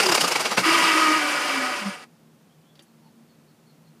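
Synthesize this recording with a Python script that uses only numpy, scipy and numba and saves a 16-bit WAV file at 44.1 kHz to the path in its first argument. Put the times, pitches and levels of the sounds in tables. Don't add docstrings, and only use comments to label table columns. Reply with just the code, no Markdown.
import sys
import numpy as np
from scipy import signal
from scipy.fft import rfft, irfft
from scipy.io import wavfile
from scipy.ndimage import uniform_filter1d
from numba import njit

SR = 44100
rng = np.random.default_rng(int(sys.argv[2]) if len(sys.argv) > 2 else 0)


def how_loud(loudness_db):
    steps = np.asarray(loudness_db, float) / 20
    return 10 ** steps


def log_audio(samples):
    frames = np.atleast_2d(samples).T
    limited = np.clip(frames, -1, 1)
    pcm = np.round(limited * 32767).astype(np.int16)
    wavfile.write(sys.argv[1], SR, pcm)


N = 176400
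TIME_S = np.arange(N) / SR


def level(x):
    return x / np.sqrt(np.mean(x ** 2))


def curve(rows, order, off=-120.):
    rows = np.array(rows)
    return np.interp(TIME_S, rows[:, 0], rows[:, order], off, off)


@njit
def svf(x, hz, width):
    y, band, low = np.empty(len(x)), 0., 0.
    g, k = np.tan(np.pi * hz / SR), width / hz
    for i in range(len(x)):
        v = (band + g * (x[i] - low)) / (1 + g * (g + k))
        band, low, y[i] = 2 * v - band, low + 2 * g * v, k * v
    return y


def resonate(x, hz, width_hz, times=1):
    for _ in range(times):
        x = svf(x, float(hz), float(width_hz))
    return x


def treble(x):
    return signal.sosfilt(signal.butter(2, 3600, "high", fs=SR, output="sos"), x)


def colour(x, table):
    table, size = np.array(table), 2048
    hz = np.maximum(np.arange(size // 2 + 1) * SR / size, 1)
    gain_db = np.interp(np.log(hz), np.log(table[:, 0]), table[:, 1])
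    cep = irfft(gain_db * np.log(10) / 20)
    cep[1:size // 2] *= 2
    cep[size // 2 + 1:] = 0
    return signal.fftconvolve(x, irfft(np.exp(rfft(cep))))[:N]


def noise():
    return rng.standard_normal(N)


def walk(rate_hz):
    k = int(SR / rate_hz)
    held = np.repeat(rng.standard_normal(N // k + 1), k)
    return 1.3 * uniform_filter1d(uniform_filter1d(held, k), k)[:N]


def grit():
    return level(noise() * how_loud(1.5 * rng.exponential(size=N)))


def metal(gate, peaks, tilt, broad_db, flicker_db):
    x, ringing = gate * grit(), 0
    for k, (hz, width_hz, db) in enumerate(peaks):
        gain = (-1) ** k * how_loud(db + flicker_db * walk(25))
        ringing = ringing + gain * resonate(x, hz, width_hz)
    broad = level(colour(gate * grit(), tilt))
    return level(level(ringing) + how_loud(broad_db) * broad)


def tone(hz, db, wander, flutter_db):
    gain = np.sqrt(2) * how_loud(db + flutter_db * walk(30))
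    return gain * np.sin(np.cumsum(2 * np.pi * hz * (1 + wander * walk(40)) / SR))


def gliding_tone(rows, wander, flutter_db):
    return tone(curve(rows, order=1, off=None), curve(rows, order=2), wander, flutter_db)


def rings(start_s, modes):
    u = np.arange(int(.2 * SR)) / SR
    out, at = np.zeros(N), int(start_s * SR)
    struck = sum(how_loud(db - 60 * u / t60) * np.sin(2 * np.pi * hz * u) for hz, db, t60 in modes)
    out[at:at + len(u)] = struck * np.minimum(u / .0016, 1)
    return out


# (frequency [Hz], density [dB per Hz])
TRAFFIC_TILT = [(15, -58), (25, -31), (104, -12), (147, -5.5), (226, -4.5), (329, -10), (2090, -25.5),
                (4320, -29), (15300, -35)]
# (pitch [Hz], width [Hz], level [dB])
MACHINE_HUM = [(157.6, 16, -59), (229, 8, -61), (343, 19, -75)]


def town():
    traffic = how_loud(-58 + 0.65 * walk(1.3)) * level(colour(noise(), TRAFFIC_TILT))
    hum = 0
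    for hz, width_hz, db in MACHINE_HUM:
        hum = hum + how_loud(db + 1.5 * walk(5)) * level(resonate(noise(), hz, width_hz, times=2))
    return traffic + hum


# (time [s], length [s], slow-end pitch [Hz], fast-end pitch [Hz], level [dB])
RISING_CALLS = [(2.475, .075, 3330, 2600, -73), (2.62, .115, 3440, 2600, -69)]
FALLING_CALLS = [(2.865, .045, 4350, 3600, -73), (3.035, .06, 4420, 3500, -71),
                 (3.29, .045, 4400, 3300, -73), (3.475, .05, 4420, 3600, -71),
                 (3.655, .06, 4430, 3900, -70), (3.845, .05, 4400, 3500, -72), (3.0, .09, 900, 820, -68)]


def birds():
    out = 0
    for rows, rising in ((RISING_CALLS, True), (FALLING_CALLS, False)):
        for start_s, length_s, slow_hz, fast_hz, db in rows:
            u = np.clip((TIME_S - start_s) / length_s, 0, 1)
            sweep = (1 - u if rising else u) ** 3.5
            breath = np.sqrt(np.abs(np.sin(np.pi * u))) * (1 - .6 * sweep) * (u < 1)
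            hoarse = .8 + .6 * walk(600)
            pitch_hz = slow_hz + (fast_hz - slow_hz) * sweep
            out = out + breath * hoarse * tone(pitch_hz, db, wander=.008, flutter_db=1.0)
    trees = rng.standard_normal(8000) * np.exp(-np.arange(8000) / SR / .04)
    return out + how_loud(-30) * signal.fftconvolve(out, trees)[:N]


# (time [s], level [dB], crack centre [Hz], ring level [dB], crack decay [s])
CLICKS = [
    (2.026, -44, 4500, -12, .01),
    (2.7545, -51, 4300, -9, 0.01),
    (2.773, -58, 450, 0, .008),
    (2.7925, -40, 3400, -4, 0.006),
    (2.808, -55, 1700, 2, .007),
    (2.822, -55, 7000, -8, .014),
    (2.824, -57, 10000, -10, .014),
]
# (pitch [Hz], level [dB], t60 [s])
RELAY_MODES = [(325, 1, .1), (565, 3, .045), (1723, -6, .05), (2848, -3, .06), (3144, -8, .07),
               (4430, -9, .05), (4640, -3, .07)]


def relay():
    out = 0
    for start_s, db, hz, ring_db, fall_s in CLICKS:
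        since_s = np.maximum(TIME_S - start_s, 0)
        crack = noise() * np.exp(-since_s / fall_s) * (since_s > 0)
        thud = noise() * np.exp(-since_s / (2 * fall_s)) * (since_s > 0)
        modes = [(f, g - abs(np.log2(f / hz)), t60) for f, g, t60 in RELAY_MODES]
        body = how_loud(ring_db - 6) * rings(start_s, modes)
        snap = 1.6 * resonate(crack, hz, 0.7 * hz, times=2)
        fizz = how_loud(-13) * resonate(crack, 9500, 4000, times=2)
        housing = resonate(thud, 560, 400) + how_loud(-6.5) * resonate(thud, 1770, 1600)
        out = out + how_loud(db) * (body + snap + fizz + housing)
    return out


# (pitch [Hz], width [Hz], level [dB])
MOTOR_BODY = [(584.6, 25, -9), (996, 74, -4), (1199, 57, -1.5), (1256, 26, 2.5), (1457, 62, -4.5),
              (1670, 55, -6.5), (1937, 25, 1.5), (2007, 180, -9), (2311, 37.5, 1.5), (2660, 110, -6.5),
              (2860, 34, -4), (3073, 120, -9.5), (5000, 660, -14), (9320, 250, -19)]
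# (frequency [Hz], density [dB per Hz])
MOTOR_TILT = [(35, -83.5), (60, -40), (290, -6), (472, -17), (581, -8.5), (2280, -1.5), (3460, -10),
              (9170, -15), (15300, -22)]


def motor_casing(teeth, hz):
    casing = metal(teeth, MOTOR_BODY, MOTOR_TILT, broad_db=-3, flicker_db=1.2)
    treble_db = -1 * np.log2(hz / 300)
    return casing + (how_loud(treble_db) - 1) * treble(casing)


# (pitch [Hz], width [Hz], level [dB])
PINION_RINGS = [(586, 23, -11), (743, 35, -13), (1480, 30.2, -14), (1691, 30.2, -13.5)]


def loose_pinion(teeth):
    gate = np.clip((TIME_S - 1.19) / 0.021, 0, 1) * teeth
    loose = gate * grit()
    return sum(how_loud(db) * level(resonate(loose, f, w)) for f, w, db in PINION_RINGS) / np.sqrt(1.5)


# (pitch [Hz], half-width [Hz], lift [dB])
OVERTONE_LIFT = [(750, 40, 14), (990, 50, 9), (1255, 50, 19), (1930, 50, 11), (2325, 50, 9)]
# (time [s], level [dB])
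WHINE = [(.63, -3), (.72, 3), (.8, 0), (.95, 3), (1.05, 5), (1.18, 9), (1.2, -3), (1.5, -4), (1.7, 1),
         (1.95, 0)]


def gear_whine(phase, hz, load_db, tone_db):
    rough = 1 + .45 * walk(70)
    out = how_loud(tone_db + 3.5 + 2 * walk(30)) * rough * np.sin(2 * np.pi * phase)
    whine_db = curve(WHINE, order=1, off=None)
    for k in range(2, 9):
        lift_db = sum(db / (1 + ((k * hz - f) / w) ** 2) for f, w, db in OVERTONE_LIFT)
        gain = how_loud(load_db - 24.5 + lift_db + whine_db + 1.5 * walk(29.38))
        out = out + gain * np.sin(2 * np.pi * k * phase)
    return out


def motor_drone(hz, load_db):
    low = level(resonate(resonate(noise(), 300, 150), 390, 150))
    upper = level(resonate(noise(), 460, 350))
    return how_loud(load_db - 19.5) * low + how_loud(load_db - 21.5 - 17 * np.log2(hz / 300)) * upper


# (time [s], tooth rate [Hz], load level [dB], tone level [dB])
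MOTOR_RUN = [(.62, 300, -45, -42), (.636, 315.4, -23, -40), (.66, 322.2, -17.5, -28),
             (.755, 337.7, -17.5, -30.5), (.85, 324.8, -18.5, -35), (1.0, 314.8, -20, -27.5),
             (1.12, 315, -21, -30), (1.175, 311.5, -23, -33), (1.2, 300, -23, -36.5),
             (1.42, 298.2, -25, -44), (1.56, 270.3, -25.5, -35), (1.74, 246, -28, -48.5),
             (1.8, 225, -31, -47), (1.83, 202.5, -33, -35), (1.895, 198.5, -34, -36),
             (1.925, 190, -36.5, -63), (2.0, 170.8, -44.5, -75), (2.04, 159.8, -45.5, -80),
             (2.065, 150, -68, -90)]
# (time [s], pitch [Hz], level [dB])
BEARING_SQUEAK = [(1.84, 9120, -70), (1.88, 9100, -57), (1.915, 9090, -54), (1.95, 9080, -70)]


def motor():
    hz = curve(MOTOR_RUN, order=1, off=None)
    load_db, tone_db = curve(MOTOR_RUN, order=2), curve(MOTOR_RUN, order=3)
    phase = np.cumsum(hz * (1 + .009 * walk(60)) / SR)
    teeth = (.35 + np.exp(-(phase % 1) / 0.56)) * how_loud(0.69 * walk(70))
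    mesh = how_loud(load_db) * (motor_casing(teeth, hz) + loose_pinion(teeth))
    squeak = gliding_tone(BEARING_SQUEAK, wander=.008, flutter_db=3.0)
    return mesh + gear_whine(phase, hz, load_db, tone_db) + motor_drone(hz, load_db) + squeak


# (time [s], pitch [Hz], level [dB], t60 [s])
THUMPS = [(.09, 178, -28, 0.16), (0.219, 175, -25, .2), (0.57, 188.6, -23, 0.25), (0.572, 128, -29.5, 0.18),
          (.7, 160.6, -34, 0.22), (.82, 178, -28.5, .15)]


def mount_thumps():
    out = 0
    for start_s, hz, db, t60_s in THUMPS:
        since_s = np.maximum(TIME_S - start_s, 0)
        onset = np.clip(since_s / 0.01, 0, 1) ** 2
        out = out + how_loud(db - 60 * since_s / t60_s) * np.sin(2 * np.pi * hz * since_s) * onset
    return out


# (time [s], pitch [Hz], level [dB])
PINGS = [(0.032, 4970, -21), (.064, 4870, -16), (.064, 960, -17), (.089, 1000, -15.5), (.094, 4780, -15.5),
         (0.1, 1000, -20), (0.116, 2600, -19.5), (.119, 1050, -16.5), (.1225, 5050, -12.5),
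         (.149, 1020, -20), (0.152, 5000, -19.5), (0.174, 2532, -19), (0.21, 2940, -13), (.214, 5330, -19),
         (.243, 4800, -22), (.279, 940, -26), (.314, 2300, -20), (0.319, 5240, -16.5), (.357, 2270, -16.5),
         (.404, 4770, -20.5), (.456, 1100, -25), (0.518, 1220, -21), (0.5785, 2680, -11.5),
         (.58, 1080, -17.5), (.583, 677, -18)]


def block_pings():
    t60_s, spread = 0.04, 0.075
    return sum(rings(s, [(hz, db, t60_s), (hz * (1 + spread), db - 6.5, t60_s)]) for s, hz, db in PINGS)


# (time [s], level [dB], treble lift [dB], length factor [1])
KNOCKS = [(.004, -17, -2, 1.17), (0.036, -24.5, 0, 1.36), (0.065, -20.5, 1, 0.75), (0.095, -20, 0.5, 0.99),
          (0.123, -16, -1.5, 0.8), (0.153, -16.5, 4.5, 0.97), (.181, -21, -8.5, 0.8),
          (0.214, -21.5, 6.5, 1.1), (0.247, -20, -2, 1.1), (.283, -22, 5, 0.8), (0.321, -21.5, -1, 1.25),
          (0.362, -20.5, -4, 1.1), (0.409, -23, 1, 1.33), (0.461, -20.5, -7.5, 1.22),
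          (0.521, -23.5, -4, 1.4), (0.582, -16, -5.5, 1.23), (.608, -27, 2, 3.8)]
# (pitch [Hz], width [Hz], level [dB])
KNOCK_BODY = [(390, 80, -5), (810, 68, -2.5), (1000, 88, -6.5), (1250, 80, 2.5), (1550, 110, -5),
              (2020, 80, -4), (2260, 120, 1.5), (2800, 250, -3), (4020, 220, -9.5), (4865, 780, -5),
              (7260, 300, -11), (8800, 660, -12.5)]
# (frequency [Hz], density [dB per Hz])
KNOCK_TILT = [(35, -69), (60, -36), (155, -6.5), (374, -5), (483, -2), (1220, -3), (3630, -9.5),
              (4900, -10), (15300, -19)]


def knocks():
    rise_s, fall_s = .0058, .009
    rattle = how_loud(-27 - 10.5 * TIME_S) * (TIME_S < 0.56)
    low = high = rattle
    for peak_s, db, lift_db, length in KNOCKS:
        since_s = (TIME_S - peak_s) / length
        shape = np.exp(-np.where(since_s < 0, (since_s / rise_s) ** 2 / 2, since_s / fall_s))
        low = low + how_loud(db) * shape
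        high = high + how_loud(db + lift_db) * shape
    block = metal(1, KNOCK_BODY, KNOCK_TILT, broad_db=3.0, flicker_db=2.0)
    block = signal.sosfilt(signal.butter(2, 120, "high", fs=SR, output="sos"), block)
    return low * block + (high - low) * treble(block)


# (time [s], pitch [Hz], level [dB])
INTAKE = [(0, 420, -32), (.07, 395, -29.5), (.15, 340, -33), (.2, 320, -54.5)]
# (time [s], pitch [Hz], level [dB])
SQUEAL = [(.3, 5650, -55), (.43, 5650, -44), (.5, 5680, -46), (.565, 5700, -39), (.6, 5700, -55)]


def engine():
    moan = gliding_tone(INTAKE, wander=.06, flutter_db=5.)
    squeal = gliding_tone(SQUEAL, wander=.004, flutter_db=1.5)
    return knocks() + block_pings() + mount_thumps() + moan + squeal


def scene():
    covers = signal.butter(2, 11000, fs=SR, output="sos")
    near = signal.sosfilt(covers, engine() + motor()) + relay()
    bay = how_loud(-42) * rng.standard_normal(6000) * np.exp(-np.arange(6000) / SR / .015)
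    return (near + signal.fftconvolve(near, bay)[:N] + birds() + town())[None]


def band_limit(x):
    return signal.sosfilt(signal.butter(12, 15410, fs=SR, output="sos"), x)


def record(dry):
    x = signal.sosfilt(signal.butter(1, 110, "high", fs=SR, output="sos"), dry)
    x = signal.sosfilt(signal.ellip(10, .2, 70, 15400, fs=SR, output="sos"), x)
    return band_limit(x)


dry = scene()
out = record(dry)
log_audio(out)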